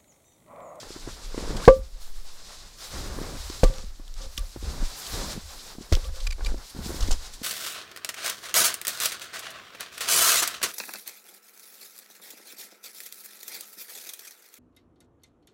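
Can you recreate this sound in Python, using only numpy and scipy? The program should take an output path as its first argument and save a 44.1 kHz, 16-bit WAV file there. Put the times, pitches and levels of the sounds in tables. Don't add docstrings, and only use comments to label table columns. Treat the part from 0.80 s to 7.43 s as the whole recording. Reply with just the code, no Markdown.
import sys
import numpy as np
from scipy import signal
from scipy.io import wavfile
from scipy.ndimage import uniform_filter1d

SR = 44100
rng = np.random.default_rng(int(sys.argv[2]) if len(sys.argv) > 2 else 0)


def decibels_to_gain(level_db):
    exponent = np.asarray(level_db, float) / 20
    return 10 ** exponent


def log_audio(samples):
    frames = np.atleast_2d(samples).T
    limited = np.clip(frames, -1, 1)
    pcm = np.round(limited * 32767).astype(np.int16)
    wavfile.write(sys.argv[1], SR, pcm)


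N = 292383

# mode_hz, level_db, t60_s, sign
UPPER_LOG_MODES = [(202, -4.7, .058, 1), (453, -22.4, .185, -1), (498, .1, .089, 1), (508, -8.7, .093, 1),
                   (528, -4.4, .171, 1), (557, -17.2, .165, -1), (732, 3.5, .015, 1),
                   (1012, -16.7, .051, -1), (1169, -16.5, .14, 1)]


def band(x, lo_hz, hi_hz):
    sos = signal.butter(2, [lo_hz, min(hi_hz, .45 * SR)], "band", fs=SR, output="sos")
    return signal.sosfilt(sos, x)


def unit(x):
    return x / np.sqrt(np.mean(x ** 2))


def add(out, start_s, piece):
    i = int(start_s * SR)
    out[i:i + len(piece)] += piece[:N - i]


def walk(rate_hz):
    k = int(SR / rate_hz)
    held = np.repeat(rng.standard_normal(N // k + 1), k)
    return 2.9 * uniform_filter1d(uniform_filter1d(held, k), k)[:N]


def gestures(rows, still_db, attack_s, release_s):
    t, power = np.arange(N) / SR, decibels_to_gain(still_db) ** 2
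    for start_s, length_s, level_db in rows:
        swell_s = attack_s + 0.2 * length_s
        rise = np.clip((t - start_s) / swell_s + .5, 0, 1) ** 2
        fall = np.exp(-np.clip(t - start_s - length_s, 0, 1) / release_s)
        power = power + (decibels_to_gain(level_db) * rise * fall) ** 2
    return 10 * np.log10(power)


def first_layer(rows):
    return [(start_s, length_s, level_db) for start_s, length_s, level_db, _ in rows]


def second_layer(rows):
    return [(start_s, length_s, level_db + over_db) for start_s, length_s, level_db, over_db in rows]


def grains(spread_db):
    size_db = spread_db * rng.exponential(size=N).clip(0, 6)
    return unit(rng.standard_normal(N) * decibels_to_gain(size_db))


def crushed(spectrum, common, spread_db, shared, flicker_db, rate_hz):
    hz, db = np.transpose(spectrum)
    together, out = walk(rate_hz), 0
    for f in hz[0] * 2 ** np.arange(.25, np.log2(hz[-1] / hz[0]), .5):
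        flicker = together + 0.52 * walk(rate_hz)
        flicker = flicker - uniform_filter1d(flicker, SR // 8)
        breaks = shared * common + grains(spread_db)
        density_db = np.interp(np.log(f), np.log(hz), db)
        gain_db = density_db + 10 * np.log10(f) + flicker_db * flicker
        out = out + decibels_to_gain(gain_db) * unit(band(breaks, f / 2 ** 0.31, f * 2 ** 0.4))
    return unit(out)


def ring(hz, t60_s, t):
    return np.sin(2 * np.pi * hz * t) * np.exp(-np.log(1000) * t / t60_s)


def body(modes, t):
    hz, db, t60_s, sign = np.transpose(modes)[:, :, None]
    return np.sum(sign * decibels_to_gain(db) * ring(hz, t60_s, t), axis=0)


def bursts(table, front, middle):
    out, t = np.zeros(N), np.arange(SR // 10) / SR
    for start_s, peak_db, hz, length_ms in table:
        chips = rng.standard_normal(len(t))
        burst = unit(band(chips, hz / 1.22, hz * 1.16))
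        burst = burst + middle * unit(band(chips, 2900, 7500))
        burst = burst + 0.32 * unit(band(chips, 8000, 14000))
        rise = 1 - np.exp(-t * 1000 / (front * length_ms))
        add(out, start_s, decibels_to_gain(peak_db - 8.5) * burst * rise * np.exp(-t * 1000 / length_ms))
    return out


def tremble(lo_hz, hi_hz):
    swing = band(band(rng.standard_normal(N), lo_hz, hi_hz), lo_hz, hi_hz)
    k = int(SR / lo_hz)
    size = np.sqrt(uniform_filter1d(uniform_filter1d(swing ** 2, k), k).clip(1e-12))
    return swing / size * decibels_to_gain(2.26 * walk(14))


def ground():
    # start_s, length_s, sway_db, buzz_over_sway_db
    shakes = [(0, 0.35, -43, -26), (0.24, 0.096, -31.5, -4), (0.41, 0.15, -30, -36),
              (0.567, 0.28, -33.5, -12), (0.949, 0.047, -40.5, 5), (1.065, 0.43, -43.5, -17),
              (1.65, 0.48, -49, -12.5), (2.087, 0.24, -38, -5), (2.327, 0.11, -28, -23),
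              (2.446, 0.23, -35, 0), (2.702, 0.09, -34.5, -21), (2.92, 0.19, -35, -8.5),
              (3.132, 0.28, -40.5, -21), (3.42, 0.083, -34.5, -8), (3.554, 0.058, -31, -6.5),
              (3.78, 0.12, -57, 23.5), (3.95, 0.11, -29, -8), (4.28, 0.11, -32, -9.5),
              (4.415, 0.22, -39, -0.5), (4.71, 0.32, -47.5, -11), (5.205, 0.1, -32.5, -2),
              (5.376, 0.16, -36, -4.5), (5.583, 0.17, -30.5, -8), (5.925, 0.19, -40.5, 5),
              (6.176, 0.1495, -25, -7), (6.35, 0.17, -37.5, -21)]
    # start_s, peak_db, pitch_hz, t60_s, sign
    thumps = [(.8769, 1.1, 127.8, .043, -1), (.8759, -1.4, 28.3, .149, 1), (2.8359, -3, 27.7, .204, 1),
              (2.8352, -5.9, 37.3, .171, -1), (3.465, -23, 36, .12, -1), (3.584, -22, 44, .12, 1),
              (3.605, -25, 31, .35, 1), (6.252, -14, 30, .12, -1), (4.335, -22, 40, .1, -1),
              (5.1228, -4.5, 64.8, .062, -1), (5.139, -8.5, 26, .23, 1), (5.1316, -18.3, 103, .055, 1),
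              (1.205, -25, 6.7, 9.0, 1)]
    attack_s, release_s = 0.089, 0.045
    sway_db = gestures(first_layer(shakes), -64.5, attack_s, release_s)
    buzz_db = gestures(second_layer(shakes), -66.5, attack_s, release_s)
    out = decibels_to_gain(sway_db) * tremble(13, 35.4) + decibels_to_gain(buzz_db) * tremble(30, 74.4)
    t = np.arange(SR // 2) / SR
    for start_s, peak_db, hz, t60_s, sign in thumps:
        rise_s = .002 if hz > 20 else .04
        jolt = ring(hz, t60_s, t) * (1 - np.exp(-t / rise_s)) * np.cos(np.pi * t)
        add(out, start_s, sign * decibels_to_gain(peak_db) * jolt)
    return out


def clothes(cloth_db, sheen_db):
    # freq_hz, density_db_per_hz
    cloth_spectrum = [(1290, -43), (2200, -5), (2700, -10.5), (3150, -4), (3780, -1.5), (4850, 5.5),
                      (9000, -14), (11700, -37.5), (19800, -120)]
    # freq_hz, density_db_per_hz
    sheen_spectrum = [(4710, -13), (8000, -1.5), (11100, -2), (12500, -7), (15100, -11), (15700, -13)]
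    rub = grains(spread_db=2.0)
    cloth = crushed(cloth_spectrum, rub, spread_db=2.2, shared=.9, flicker_db=.9, rate_hz=28)
    sheen = crushed(sheen_spectrum, rub, spread_db=2.2, shared=.9, flicker_db=.8, rate_hz=28)
    return decibels_to_gain(cloth_db) * cloth + decibels_to_gain(sheen_db) * sheen


def snow(deep_db, fine_db):
    # freq_hz, density_db_per_hz
    deep_spectrum = [(47, -34), (80, 2), (201, -0.5), (263, -6), (418, -3), (600, -11.5), (780, -49),
                     (1320, -120)]
    # freq_hz, density_db_per_hz
    fine_spectrum = [(260, -25), (450, -7), (1100, -5), (1550, -6.5), (2360, -27), (3000, -27.5),
                     (3900, -47.5), (6600, -120)]
    breaking = rng.random(N) < 900 / SR
    clods = unit(breaking * decibels_to_gain(2.5 * rng.standard_normal(N)) * rng.choice([-1, 1], N))
    deep = crushed(deep_spectrum, clods, spread_db=3, shared=0.25, flicker_db=0.0, rate_hz=25)
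    fine = crushed(fine_spectrum, clods, spread_db=3.5, shared=0.2, flicker_db=1.5, rate_hz=22)
    return decibels_to_gain(deep_db) * deep + decibels_to_gain(fine_db) * fine


def movement():
    # start_s, length_s, weight_db
    steps = [(0, 0.059, -51.5), (.1, 0.49, -55.5), (.26, 0.032, -46), (.56, 0.15, -43), (.68, 0.13, -39.5),
             (.8, 0.089, -45.5), (.9, 0.079, -55), (1.6, 0.6, -62.5), (2.11, 0.24, -41.5),
             (2.34, 0.15, -40.5), (2.48, 0.082, -41), (2.72, 0.23, -53), (2.89, 0.069, -54.5),
             (3.39, 0.075, -53), (3.83, 0.21, -44), (4.08, 0.31, -56.5), (4.32, 0.13, -37.5),
             (4.46, 0.098, -41.5), (4.7, 0.55, -58), (5.15, 0.14, -56), (5.27, 0.38, -65),
             (5.62, 0.17, -49), (5.95, 0.11, -46), (6.08, 0.13, -43), (6.22, 0.12, -44.5),
             (6.38, 0.38, -61.5)]
    # start_s, length_s, effort_db, sheen_over_effort_db
    swings = [(-.1, 0.36, -47, -20.5), (0.233, 0.48, -48, -20), (0.546, 0.24, -45, -23.5),
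              (0.794, 0.062, -39, -17.5), (0.919, 0.036, -56.5, -0.5), (1.189, 0.082, -52, -4),
              (1.417, 0.14, -51.5, -13.5), (1.322, 0.084, -55.5, -4.5), (1.553, 0.15, -51, -22.5),
              (1.661, 0.092, -46.5, -19.5), (1.761, .07, -52, -19), (1.842, 0.093, -53.5, -17),
              (1.97, 0.11, -44, -8), (2.077, 0.18, -41.5, -13), (2.269, 0.6, -45, -9),
              (2.564, 0.2, -46, -19.5), (2.837, 0.19, -48.5, -24.5), (3.351, 0.09, -47.5, -26.5),
              (3.471, 0.31, -53, -6), (3.789, 0.38, -44.5, -13), (4.024, 0.093, -46, -9),
              (4.136, 0.21, -41.5, -4.5), (4.266, 0.26, -38, -11.5), (4.608, 0.31, -46.5, -8.5),
              (4.987, 0.11, -51, -11), (5.088, 0.18, -48.5, -10), (5.312, 0.15, -48.5, -11.5),
              (5.607, 0.083, -45.5, -20), (5.757, 0.25, -50, -8), (6.006, .16, -42, -6.5),
              (6.155, 0.17, -42.5, -11.5), (6.366, 0.073, -44.5, -14.5), (6.43, 0.053, -48.5, -18),
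              (6.501, 0.037, -48.5, -11), (6.583, 0.055, -48.5, -14.5)]
    swing_attack_s, swing_release_s = 0.05, 0.053
    deep_db = gestures(steps, -65, attack_s=0.019, release_s=0.019)
    cloth_db = gestures(first_layer(swings), -57, swing_attack_s, swing_release_s)
    sheen_db = gestures(second_layer(swings), -66, swing_attack_s, swing_release_s)
    fine_power = decibels_to_gain(deep_db - 5.5) ** 2 + decibels_to_gain(cloth_db - 7.5) ** 2 + decibels_to_gain(-77) ** 2
    return snow(deep_db, 10 * np.log10(fine_power)) + clothes(cloth_db, sheen_db)


def lump_runs():
    # start_s, count, peak_db, pitch_hz
    run_table = [
        (.59, 11, -30.5, 450),
    ]
    gap_s, scatter_db, scatter_oct = .0135, 1.5, .35
    rows = []
    for start_s, count, peak_db, hz in run_table:
        late, size, tone = rng.standard_normal((count, 3)).T
        starts_s = start_s + gap_s * (np.arange(count) + 0.28 * late)
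        rows += zip(starts_s, peak_db + scatter_db * size, hz * 2 ** (scatter_oct * tone))
    return rows


def lumps():
    # start_s, peak_db, pitch_hz
    single_lumps = [(.027, -32.5, 606), (.066, -38.5, 412), (.101, -30.5, 383), (.158, -31, 325),
                    (.271, -26.5, 326), (.541, -26.5, 417), (.574, -22, 271), (.575, -28, 1100),
                    (.701, -25.5, 424), (.744, -25.5, 198), (.797, -28, 581), (5.1215, -16, 353),
                    (2.383, -24.5, 426.4), (2.411, -24.5, 313), (2.543, -28.5, 217), (2.696, -26, 336),
                    (3.193, -35, 288), (3.7575, -28.5, 330), (3.758, -42, 805), (3.823, -32, 321),
                    (4.021, -26, 214), (4.572, -26.5, 194), (4.98, -28.5, 230), (5.005, -32, 220),
                    (5.716, -33, 274), (5.739, -28.5, 340), (5.579, -37, 600), (5.59, -35, 500),
                    (5.617, -37, 800), (5.945, -35.5, 270), (5.1205, -21, 1380), (6.101, -25.5, 400),
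                    (6.115, -31.5, 620), (6.14, -29, 293), (6.281, -26, 248), (6.304, -25.5, 750),
                    (6.317, -29, 1000), (4.56, -31, 300), (.634, -29, 463), (.676, -37, 385),
                    (3.768, -33, 111), (4.948, -36.5, 397), (2.8295, -15.5, 980), (2.839, -16, 422),
                    (.752, -23.5, 187.7), (3.575, -37.5, 226), (5.961, -28, 270), (5.986, -23, 197),
                    (6.058, -25, 208), (6.089, -28, 330), (6.612, -29.5, 245), (3.035, -37, 194),
                    (.96, -32, 189), (.987, -39, 201), (5.115, -25, 298.6), (5.166, -28, 410),
                    (5.604, -31, 790), (2.895, -25, 122)]
    lag_s = .004
    out, t = np.zeros(N), np.arange(SR // 20) / SR
    for start_s, peak_db, hz in single_lumps + lump_runs():
        crumbs = rng.standard_normal(len(t))
        rough = unit(band(crumbs, hz / 1.5, hz * 2.45)) * np.exp(-t / 0.0054)
        pop = ring(hz, 4.96 / hz, t)
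        add(out, start_s + lag_s, decibels_to_gain(peak_db) * (1.51 * pop + 0.29 * rough))
    return out


def bright_snaps():
    # start_s, peak_db, centre_hz, length_ms
    snap_table = [(0.8529, -20, 4010, 1.275), (.8805, -8, 3030, 1), (6.2055, -23, 1300, 2),
                  (2.8336, -17, 3900, 1.2), (3.046, -35, 3880, 1.4), (3.5782, -14.5, 2500, 1.5),
                  (2.939, -28.5, 3810, 1.2), (2.9594, -33, 5140, 1.2), (2.9832, -30, 4763, 1.48),
                  (3.2794, -31, 3740, 1.18), (3.3405, -30.5, 5510, 0.88), (3.7279, -42, 5540, 2.07),
                  (5.1327, -13.5, 4930, 0.59), (5.1521, -9.5, 4400, 0.5), (5.165, -26, 3790, 2.1),
                  (5.6476, -25, 4120, 3), (5.7024, -34, 4000, 2.4), (6.3155, -16, 7900, 1.4)]
    return bursts(snap_table, front=.15, middle=1.2)


def powder_sprays():
    # start_s, peak_db, centre_hz, length_ms
    spray_table = [(2.8385, -15.5, 7900, 4), (3.5768, -15, 3450, 2.07), (5.1235, -9.5, 1380, 2.5),
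                   (5.135, -23.5, 1420, 7.6), (5.243, -26, 3240, 4), (3.568, -26, 7500, 4.5),
                   (3.576, -27, 11000, 4), (3.5922, -19, 8500, 1.3), (5.893, -34, 9950, 12),
                   (6.225, -35, 9003, 8), (6.465, -30, 6500, 5), (6.535, -35, 9500, 10),
                   (6.618, -37, 5000, 3)]
    return bursts(spray_table, front=0.41, middle=0.57)


def bark_scrapes():
    # start_s, peak_db, centre_hz, length_ms
    scrape_table = [(0.7657, -28, 4230, 7.8), (1.9836, -42.5, 5230, 13), (2.6965, -32, 5070, 7),
                    (2.8365, -20, 4440, 5.1), (3.4103, -38.5, 5230, 21), (3.579, -28.5, 5430, 4.5),
                    (5.358, -34, 4200, 5.3), (5.401, -33.5, 3960, 7.1), (4.265, -28.5, 4530, 5.2),
                    (5.7798, -40.5, 4750, 4.3), (5.897, -39.5, 4800, 11), (6.205, -29, 5470, 6),
                    (6.2249, -25.5, 4100, 4.2), (6.274, -29, 2380, 9), (6.309, -21, 6200, 7.4),
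                    (6.3244, -23.5, 5310, 6.6), (6.534, -35.5, 6240, 8.2)]
    return bursts(scrape_table, front=0.29, middle=2.04)


def squeaks():
    # start_s, length_ms, start_hz, end_hz, level_db
    squeak_table = [
        (5.466, 13, 2600, 2360, -32),
        (5.504, 11, 2480, 2400, -37),
        (5.520, 15, 2200, 2420, -38),
        (5.658, 15, 2350, 2450, -33),
        (.815, 52, 850, 2080, -37),
    ]
    out = np.zeros(N)
    for start_s, length_ms, start_hz, end_hz, level_db in squeak_table:
        over_db = 5 - 0.47 * length_ms
        n = int(length_ms * SR / 1000)
        wobble, grit, spray = rng.standard_normal((3, n))
        hz = np.linspace(start_hz, end_hz, n) * (1 + .2 * uniform_filter1d(wobble, size=40))
        phase = 2 * np.pi * np.cumsum(hz) / SR
        upper = np.sin(2 * phase) + .35 * np.sin(3 * phase) + .5 * np.sin(1.63 * phase)
        upper = upper + 1.1 * band(spray, 900, 8000)
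        rough = 1 + 2 * uniform_filter1d(grit, size=24)
        swell = np.sin(np.pi * np.arange(n) / n)
        add(out, start_s, decibels_to_gain(level_db) * (np.sin(phase) + decibels_to_gain(over_db) * upper) * rough * swell)
    return out


def rocking():
    # start_s, length_s, level_db
    rocking_table = [
        (2.87, .2, -53.5),
        (3.398, .06, -47.5),
        (5.156, .39, -75),
        (5.641, 0.053, -49),
    ]
    nudges = np.zeros(N)
    for start_s, length_s, level_db in rocking_table:
        n = int(length_s * SR)
        hit = rng.random(n) < 160 / SR
        add(nudges, start_s, 0.43 * decibels_to_gain(level_db) * rng.standard_normal(n) * hit)
    response = np.diff(body(UPPER_LOG_MODES, np.arange(SR // 4) / SR))
    return 16 * signal.fftconvolve(nudges, response)[:N]


def jogs():
    # start_s, first_mode_db, second_mode_db
    jog_table = [(.94, -62, -62), (.962, -60, -52), (0.991, -63, -50), (1.08, -54, -70), (1.16, -54, -76),
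                 (2.846, -31, -26.5), (2.858, -35, -50), (2.905, -32, -54), (2.945, -48, -58),
                 (2.972, -46, -62), (3.03, -56, -52), (3.412, -47, -50), (3.438, -42, -61),
                 (3.58, -50, -39.5), (3.598, -48, -53), (3.63, -49, -66), (5.144, -53, -45),
                 (5.169, -49, -47), (5.19, -43, -56), (5.235, -51, -49), (5.25, -37.5, -41),
                 (5.29, -56, -62), (5.34, -44, -64.5), (5.366, -40.5, -50), (5.395, -51, -51),
                 (5.412, -46, -58.5), (5.46, -64.5, -57), (5.475, -54, -50), (5.505, -54, -50),
                 (5.645, -45, -41), (5.668, -52, -55)]
    out, t = np.zeros(N), np.arange(SR // 4) / SR
    first = ring(528, .11, t) + .4 * ring(557, .15, t)
    second = ring(1168, .09, t)
    rise = 1 - np.exp(-t / .002)
    for start_s, first_db, second_db in jog_table:
        add(out, start_s, (decibels_to_gain(first_db) * first + decibels_to_gain(second_db) * second) * rise)
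    return out


def logs():
    # start_s, upper_log_db, lower_logs_db, contact_ms, crack_db
    blows = [(.87652, -7.2, -16.6, 1.04, -31), (.87791, 2, 6.8, .91, -40), (.87972, 1.7, -4.7, .5, -30),
             (.87973, -15.5, -3.1, .82, -36), (.88231, -36, -12.7, .57, -36),
             (2.83263, -15.8, -7.3, 1.98, -40), (2.8346, -60, -10.9, 1.0, -30), (2.982, -48, -42, .3, -44),
             (3.578, -55, -54, .41, -36), (5.12458, -24.6, -22.2, .45, -22),
             (5.12563, -27.3, -21.5, .76, -34), (5.243, -46, -50, .42, -42), (5.288, -48, -48, .3, -50),
             (.286, -47, -41, .3, -55)]
    # mode_hz, level_db, t60_s, sign
    lower_log_modes = [(110, -30, .153, 1), (146, 2.6, .008, 1), (194, -11.6, .049, 1),
                       (282, -10.9, .056, 1), (504, 5.2, .047, 1), (628, -.7, .012, 1),
                       (761, -1.4, .009, 1), (1120, -7.6, .037, 1), (1381, -20.8, .013, 1),
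                       (1545, -27, .03, 1), (1728, -26, .035, 1), (2200, -29, .025, 1), (2700, -29, .02, 1)]
    out, t = np.zeros(N), np.arange(SR // 3) / SR
    upper, lower = body(UPPER_LOG_MODES, t), body(lower_log_modes, t)
    thud_decay = np.exp(-t / 0.0099) + 0.041 * np.exp(-t / 0.014)
    crack_decay = np.exp(-t / 0.00042) + 0.42 * np.exp(-t / 0.02)
    for start_s, upper_db, lower_db, contact_ms, crack_db in blows:
        fibre, bed, bark = rng.standard_normal((3, len(t)))
        thud_db = max(upper_db, lower_db) + (-2 if contact_ms < .4 else -27)
        push = np.hanning(int(contact_ms * SR / 1000) + 3)
        ringing = decibels_to_gain(upper_db) * upper - decibels_to_gain(lower_db) * lower
        add(out, start_s, np.convolve(ringing, push / push.sum()))
        add(out, start_s, decibels_to_gain(thud_db) * unit(band(fibre, 270, 1400)) * thud_decay)
        add(out, start_s, decibels_to_gain(thud_db + 3) * unit(band(bed, 82, 490)) * np.exp(-t / 0.0092))
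        crack = unit(band(bark, 1800, 6500) + 0.12 * band(bark, 6000, 15000))
        add(out, start_s, decibels_to_gain(crack_db) * crack * crack_decay)
    return out


def scene():
    near = lumps() + bright_snaps() + powder_sprays() + bark_scrapes() + squeaks()
    near = near + rocking() + jogs() + logs()
    t = np.arange(SR // 3) / SR
    echo = band(rng.standard_normal(len(t)), 110, 2300) * np.exp(-np.log(1000) * t / 0.073)
    wet = decibels_to_gain(-36.5) * signal.fftconvolve(near, echo)[:N]
    return (ground() + movement() + near + wet)[None]


def top_cut(x):
    return signal.sosfilt(signal.butter(12, 15850, fs=SR, output="sos"), x)


def record(dry):
    held = dry / (1 + np.abs(dry) ** 8) ** (1 / 8)
    low_pass = signal.ellip(8, .2, 70, 15830, fs=SR, output="sos")
    mix = signal.sosfilt(low_pass, held)
    return top_cut(mix)


dry = scene()
out = record(dry)
log_audio(out)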